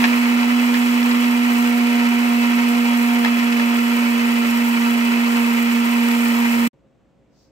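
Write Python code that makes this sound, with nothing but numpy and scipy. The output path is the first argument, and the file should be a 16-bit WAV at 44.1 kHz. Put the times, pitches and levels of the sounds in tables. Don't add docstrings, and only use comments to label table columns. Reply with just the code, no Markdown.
import sys
import numpy as np
from scipy import signal
from scipy.fft import rfft, irfft
from scipy.io import wavfile

SR = 44100
rng = np.random.default_rng(int(sys.argv[2]) if len(sys.argv) > 2 else 0)


def store_wav(level_fs):
    pcm = np.round(np.clip(np.atleast_2d(level_fs), -1, 1) * 32767)
    wavfile.write(sys.argv[1], SR, pcm.T.astype(np.int16))


N = 331191
TIME = np.arange(N) / SR
BINS = np.fft.rfftfreq(8192, 1 / SR)


# time in seconds, turns per second.
ROTOR_SPEED = [(0.05, 240.2), (0.41, 239.9), (0.51, 241.8), (0.76, 241.8), (2.37, 238.9), (3.13, 239.2),
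               (3.28, 237.3), (4.08, 237.7), (4.17, 236.5), (6.6, 236.1)]

def rotor_speed(wobble_turns_per_s=0.554, wobble_hz=7.26):
    return curve(ROTOR_SPEED) + wobble_turns_per_s * wander(wobble_hz)


# sag where the tone is loudest, change of sag that takes off 3 dB, top level in dB,
# left minus right in dB, left side's lead in radians, unsteadiness from 0 to 1.
HUM_TONES = [(1, 20, -16.5, -4, 0.24, .03), (8.9, 8.3, -36, 6, 1.14, 0.32), (2.8, 2, -38, 5.5, 0.85, .33),
             (6.7, 5.5, -35.5, 3, -2.5, 0.6)]
# time in seconds, hum change in dB.
UNBALANCE_DB = [(0, 0.5), (3.18, 0.16), (3.3, -0.66), (6.6, -0.05)]

def rotor_hum(turns, sag, slosh_hz=9):
    out = np.zeros((2, N))
    for k, (best_sag, width, db, pan_db, lead, depth) in enumerate(HUM_TONES, 1):
        tone = np.exp(2j * np.pi * (k * turns + rng.random()))
        tone *= 1 + depth * (wander(slosh_hz) + 1j * wander(slosh_hz))
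        sides = unit(amp([pan_db / 2, -pan_db / 2])) * np.exp([0, -1j * lead])
        level = amp(db + curve(UNBALANCE_DB)) / np.sqrt(1 + ((sag - best_sag) / width) ** 2)
        out += level * np.sqrt(2 / (1 + 2 * depth ** 2)) * (sides[:, None] * tone).real
    return out


def grinding(turns, level_db=-28.5, coarse_db=2.5, settle_s=0.24, grit=0.82, blade_db=-18):
    pelting = clicks(per_s=2500, spread_db=1.0)
    rush = [unit(grit * scatter(pelting, decay_s=.003) + noise()) for _ in range(2)]
    shaken = turns + 0.015 * wander(25)
    buzz = unit(sum(np.cos(2 * np.pi * (k * shaken + rng.random())) for k in range(5, 14)))
    throb = 1 + 0.065 * np.cos(2 * np.pi * turns)
    surge = amp(0.8 * wander(29))
    sound = jar(two_sides(rush[0] + amp(blade_db) * buzz, rush[1]) * throb * surge)
    sound /= band_rms(sound, 800, 3400)
    return sound * amp(level_db + coarse_db * np.exp(-TIME / settle_s))


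# frequency in Hz, relative level in dB.
CHURN_TONE = [(25, -96), (60, -80.5), (130, -80.5), (230, -63), (300, -67), (450, -71), (650, -75.5),
              (850, -71.5), (1300, -69.5), (1900, -75), (2400, -61.5), (3000, -74), (4800, -71),
              (9000, -84.5)]
# pitch in Hz, width in Hz, left and right strength in dB.
JAR_RINGS = [(344, 22, 2, 0.5), (405, 50, 7, 2.5), (585, 51, 13, 9.5), (664, 16, 15, 14),
             (815, 26, 12.5, 2.5), (905, 79, -1.5, 14), (935, 39, 17.5, 13), (997, 27, 10, 15),
             (1070, 42, 16.5, -10), (1177, 30, 11, 15), (1262, 65, 3.5, 13), (1360, 45, 12, -11.5),
             (1372, 49, 3.5, 14), (1450, 42, 0.5, -10.5), (1566, 65, 11.5, 10.5), (1710, 34, 14.5, -13.5),
             (1788, 56, 16, 18.5), (1904, 50.3, 16.5, 10.5), (2030, 40, 16, 19), (2130, 24, 14, 14),
             (2173, 90, 6.5, 6), (2242, 26, 3, 13.5), (2390, 22, 5, 5.5), (2593, 36, 5, 15.5),
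             (2767, 57, 6, 6), (2972, 91, 14, 18.5), (3000, 31, 11.5, 5.5), (3330, 250, 7, -3),
             (3300, 36, -4, 13.5), (4200, 110, -1, -1), (4800, 200, -18, -4.5)]

def jar(drive):
    hz, width, *sides_db = np.transpose(JAR_RINGS)
    peaks = resonances(hz, width)
    gains = [amp(spectrum(CHURN_TONE)) * np.sqrt(1 + peaks @ amp(db) ** 2) for db in sides_db]
    return np.array([colour(x, gain) for x, gain in zip(drive, gains)])


# frequency in Hz, likeness from 0 to 1.
LIKENESS = [(50, 0.83), (450, 0.96), (900, 0.42), (2200, 0.5), (3200, 0.56), (4500, 0.33), (8000, 0.5),
            (15000, .18)]
# frequency in Hz, lead in radians.
LEFT_LEAD = [(50, 0.5), (600, -0.27), (900, -1.73), (1200, -2), (1600, -1.5), (2000, -1.55), (2220, -3),
             (2420, -1.33), (3000, 0.7), (3700, 1.45), (4800, -4.5), (6000, -1), (8500, 2.5), (10500, -7),
             (13000, -5)]

def two_sides(left, other):
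    def passed(x, gain):
        return signal.oaconvolve(x, np.fft.fftshift(irfft(gain)))[len(BINS) - 1:][:N]
    same = spectrum(LIKENESS)
    shared = passed(left, same * np.exp(-1j * spectrum(LEFT_LEAD)))
    return np.array([left, shared + passed(other, np.sqrt(1 - same ** 2))])


# pitch in Hz, width in Hz, relative level in dB.
WALL_RINGS = [(640, 250, -7.5), (920, 140, -2), (1300, 95, -6.5), (1774, 150, 1.5), (2040, 190, -3),
              (2440, 320, -3), (2980, 170, -15.5), (3465, 200, -12), (4030, 395, -10.5), (5030, 440, -11.5),
              (7600, 900, -18.5)]
# start in seconds, level in dB as if spread over 10 ms,
# centre frequency in Hz, fade time of the rattle in seconds.
HARD_BITS = [(0.04, -14.5, 2600, 0.0083), (0.042, -17, 1200, 0.0065), (0.053, -23.5, 2740, .004),
             (0.43, -26, 2420, 0.0044), (0.743, -21, 2400, 0.011), (1.029, -27, 3570, .002),
             (1.1109, -24, 2600, 0.0048), (1.2421, -28, 3600, .003), (1.674, -28, 2900, .004),
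             (3.247, -17, 2000, 0.005), (3.2584, -21.5, 1700, .004), (3.525, -26, 3600, .003),
             (3.597, -21.5, 2100, 0.0048), (6.114, -27, 3200, .003)]

def knocks(rattle=0.69, body=.18, width_octaves=1.5):
    out = np.zeros((2, N))
    t = np.arange(SR // 6) / SR
    ring_hz, width, ring_db = np.transpose(WALL_RINGS)
    wall = np.sqrt(resonances(ring_hz, width) @ amp(ring_db) ** 2)
    for start_s, db, hz, fade_s in HARD_BITS:
        touches = noise(len(t)) * (rng.random(len(t)) < .1)
        blow = rattle * touches * np.exp(-t / fade_s)
        blow[0] += 2
        focus = np.exp(-(np.log2((BINS + 1) / hz) / width_octaves) ** 2)
        blow = colour(blow, wall * (body + focus))
        ring = np.array([scatter(blow, decay_s=0.0021) for _ in range(2)])
        ring *= np.sqrt(.01 * SR) / np.linalg.norm(ring, axis=1, keepdims=True)
        start = round(start_s * SR)
        out[:, start:start + len(t)] += amp(db) * ring
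    return out


# frequency in Hz, left and right relative level in dB.
SPARK_TONE = [(2500, -105, -99.5), (5070, -83, -78), (6600, -81, -79), (7500, -74, -71), (8360, -73, -75),
              (9200, -83, -82.5), (9850, -80, -81), (10800, -76.5, -78.5), (12370, -74.5, -77.5),
              (13580, -73, -77.5), (15800, -74.5, -79)]
# time in seconds, level of the high treble in dB.
SPARK_LEVEL = [(0, -42.8), (.45, -44.5), (.75, -43), (1.35, -44), (1.65, -43), (1.9, -44.5), (2.8, -44.5),
               (3.04, -43), (3.3, -45), (4, -43), (4.25, -45), (4.55, -41.5), (4.95, -43), (6.55, -41.5)]
# start in seconds, rough peak level in dB.
SHARP_SPARKS = [(1.5851, -20.5), (2.1784, -33), (2.2916, -24), (2.6922, -14), (3.8334, -25), (3.9674, -20),
                (4.399, -26), (4.5087, -17), (4.8529, -25), (5.3218, -33), (6.3903, -23), (6.6543, -20)]

def brushes(turns, hiss=0.97, flicker_db=1.0, flare_gain=4.2, flare_s=0.0089):
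    def sparks():
        return clicks(per_s=2000, spread_db=5.3)
    def tint(pair):
        return np.array([colour(x, amp(spectrum(SPARK_TONE, k))) for k, x in enumerate(pair, 1)])
    contact = 1 + .07 * (np.cos(2 * np.pi * turns) + np.cos(4 * np.pi * turns))
    contact *= amp(flicker_db * wander(26))
    sides = [sparks() + .5 * scatter(sparks(), decay_s=0.000794) + hiss * noise() for _ in range(2)]
    crackle = tint(contact * np.array(sides))
    crackle /= band_rms(crackle, 10500, 15500)
    flashes, flare = np.zeros(N), np.ones(N)
    for start_s, db in SHARP_SPARKS:
        flashes[round(start_s * SR)] = amp(db)
        flare += flare_gain * amp(db) * np.exp(-abs(TIME - start_s) / flare_s)
    snaps = tint([scatter(flashes, decay_s=.0002) for _ in range(2)])
    snaps *= flashes.max() / abs(snaps).max()
    return crackle * flare * amp(curve(SPARK_LEVEL)) + snaps


# middle in seconds, half length in seconds, level in dB.
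SHUDDER_SPELLS = [(4.28, 0.099, -62), (6.625, .16, -50)]

def base_rumble(sag, unloaded_db=-75.5, db_per_sag=2.43):
    feet = resonances(hz=93, width_hz=22)[:, 0]
    spells = sum(amp(db) * swell(middle_s, half_s) for middle_s, half_s, db in SHUDDER_SPELLS)
    return tinted_noise(feet) * (amp(unloaded_db + db_per_sag * sag) + spells)


# frequency in Hz, relative level in dB.
ROOM_TONE = [(20, -29), (40, -20), (60, -2.5), (85, -17), (120, -5.5), (250, -5.5), (420, -13),
             (560, -13.5), (800, -20.5), (1300, -27.5), (2750, -32.5), (5000, -43), (8000, -43),
             (9500, -57)]

def kitchen(air_db=-58.5, apart=.45, tone_hz=538, tone_db=-69):
    mid, side = (tinted_noise(amp(spectrum(ROOM_TONE))) for _ in range(2))
    tone = amp(tone_db) * np.sqrt(2) * np.sin(2 * np.pi * tone_hz * TIME + .6 * wander(6))
    return amp(air_db) * np.array([mid + apart * side, mid - apart * side]) + tone


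# frequency in Hz, relative level in dB.
HISS_TONE = [(2000, -35), (3700, -9), (4950, 0), (6700, -7), (8470, -18.5), (9320, -31), (12400, -21),
             (15500, -21)]

def faint_hiss(level_db=-64.5):
    sides = np.array([tinted_noise(amp(spectrum(HISS_TONE))) for _ in range(2)])
    return sides * amp(level_db) * swell(middle_s=7.415, half_s=0.075)


def amp(db):
    return 10 ** (np.asarray(db) / 20)


def unit(x):
    return x / np.sqrt(np.mean(x ** 2) + 1e-20)


def curve(rows):
    return np.interp(TIME, *np.transpose(rows))


def swell(middle_s, half_s):
    return np.exp(-((TIME - middle_s) / half_s) ** 2)


def spectrum(rows, column=1):
    rows = np.array(rows)
    return np.interp(np.log(BINS + 1), np.log(rows[:, 0]), rows[:, column])


def resonances(hz, width_hz):
    return 1 / (1 + (2 * (BINS[:, None] - hz) / width_hz) ** 2)


def noise(length=N):
    return rng.standard_normal(length)


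def tinted_noise(gain):
    return unit(colour(noise(), gain))


def wander(hz):
    f = np.fft.rfftfreq(N, 1 / SR)
    return unit(irfft(rfft(noise()) / (1 + (f / hz) ** 2), N))


def clicks(per_s, spread_db):
    size = amp(spread_db * np.minimum(rng.exponential(1, N), 4.5))
    return unit(size * rng.choice([-1, 1], N) * (rng.random(N) < per_s / SR))


def colour(x, gain):
    log_gain = np.log(np.maximum(gain / gain.max(), 1e-5))
    mirrored = np.r_[log_gain, log_gain[-2:0:-1]]
    response = np.exp(np.conj(signal.hilbert(mirrored)))
    ring = np.fft.ifft(response).real[:len(BINS)]
    return gain.max() * signal.oaconvolve(x, ring)[:len(x)]


def band_rms(x, lo_hz, hi_hz):
    f = np.fft.rfftfreq(N, 1 / SR)
    band = rfft(x.mean(0))[(f > lo_hz) & (f < hi_hz)]
    return np.sqrt(2 * np.sum(abs(band) ** 2)) / N


def scatter(x, decay_s):
    t = np.arange(2 * len(BINS) - 2) / SR
    echoes = noise(len(t)) * np.exp(-t / decay_s)
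    for _ in range(6):
        flat = irfft(np.exp(1j * np.angle(rfft(echoes))))
        echoes = flat * np.exp(-(t / (6 * decay_s)) ** 4)
    return signal.oaconvolve(x, echoes / np.linalg.norm(echoes))[:len(x)]


def scene(unloaded_turns_per_s=242, stop_s=6.675, quiet_s=6.732):
    speed = rotor_speed()
    turns = np.cumsum(speed) / SR
    sag = unloaded_turns_per_s - speed
    grinder = rotor_hum(turns, sag) + grinding(turns) + base_rumble(sag) + knocks() + brushes(turns)
    running = np.exp(-np.maximum(TIME - stop_s, 0) / 0.0025)
    return grinder * running + kitchen() * (TIME > quiet_s) + faint_hiss()


def record(dry):
    knee, headroom, cutoff_hz = .45, .2, 15760
    clipped = np.clip(dry, -knee, knee)
    rounded = clipped + headroom * np.tanh((dry - clipped) / headroom)
    lowpass = signal.firwin(1023, cutoff_hz, window=("kaiser", 9), fs=SR)
    return signal.oaconvolve(rounded, lowpass[None], "same")


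dry = scene()
out = record(dry)
store_wav(out)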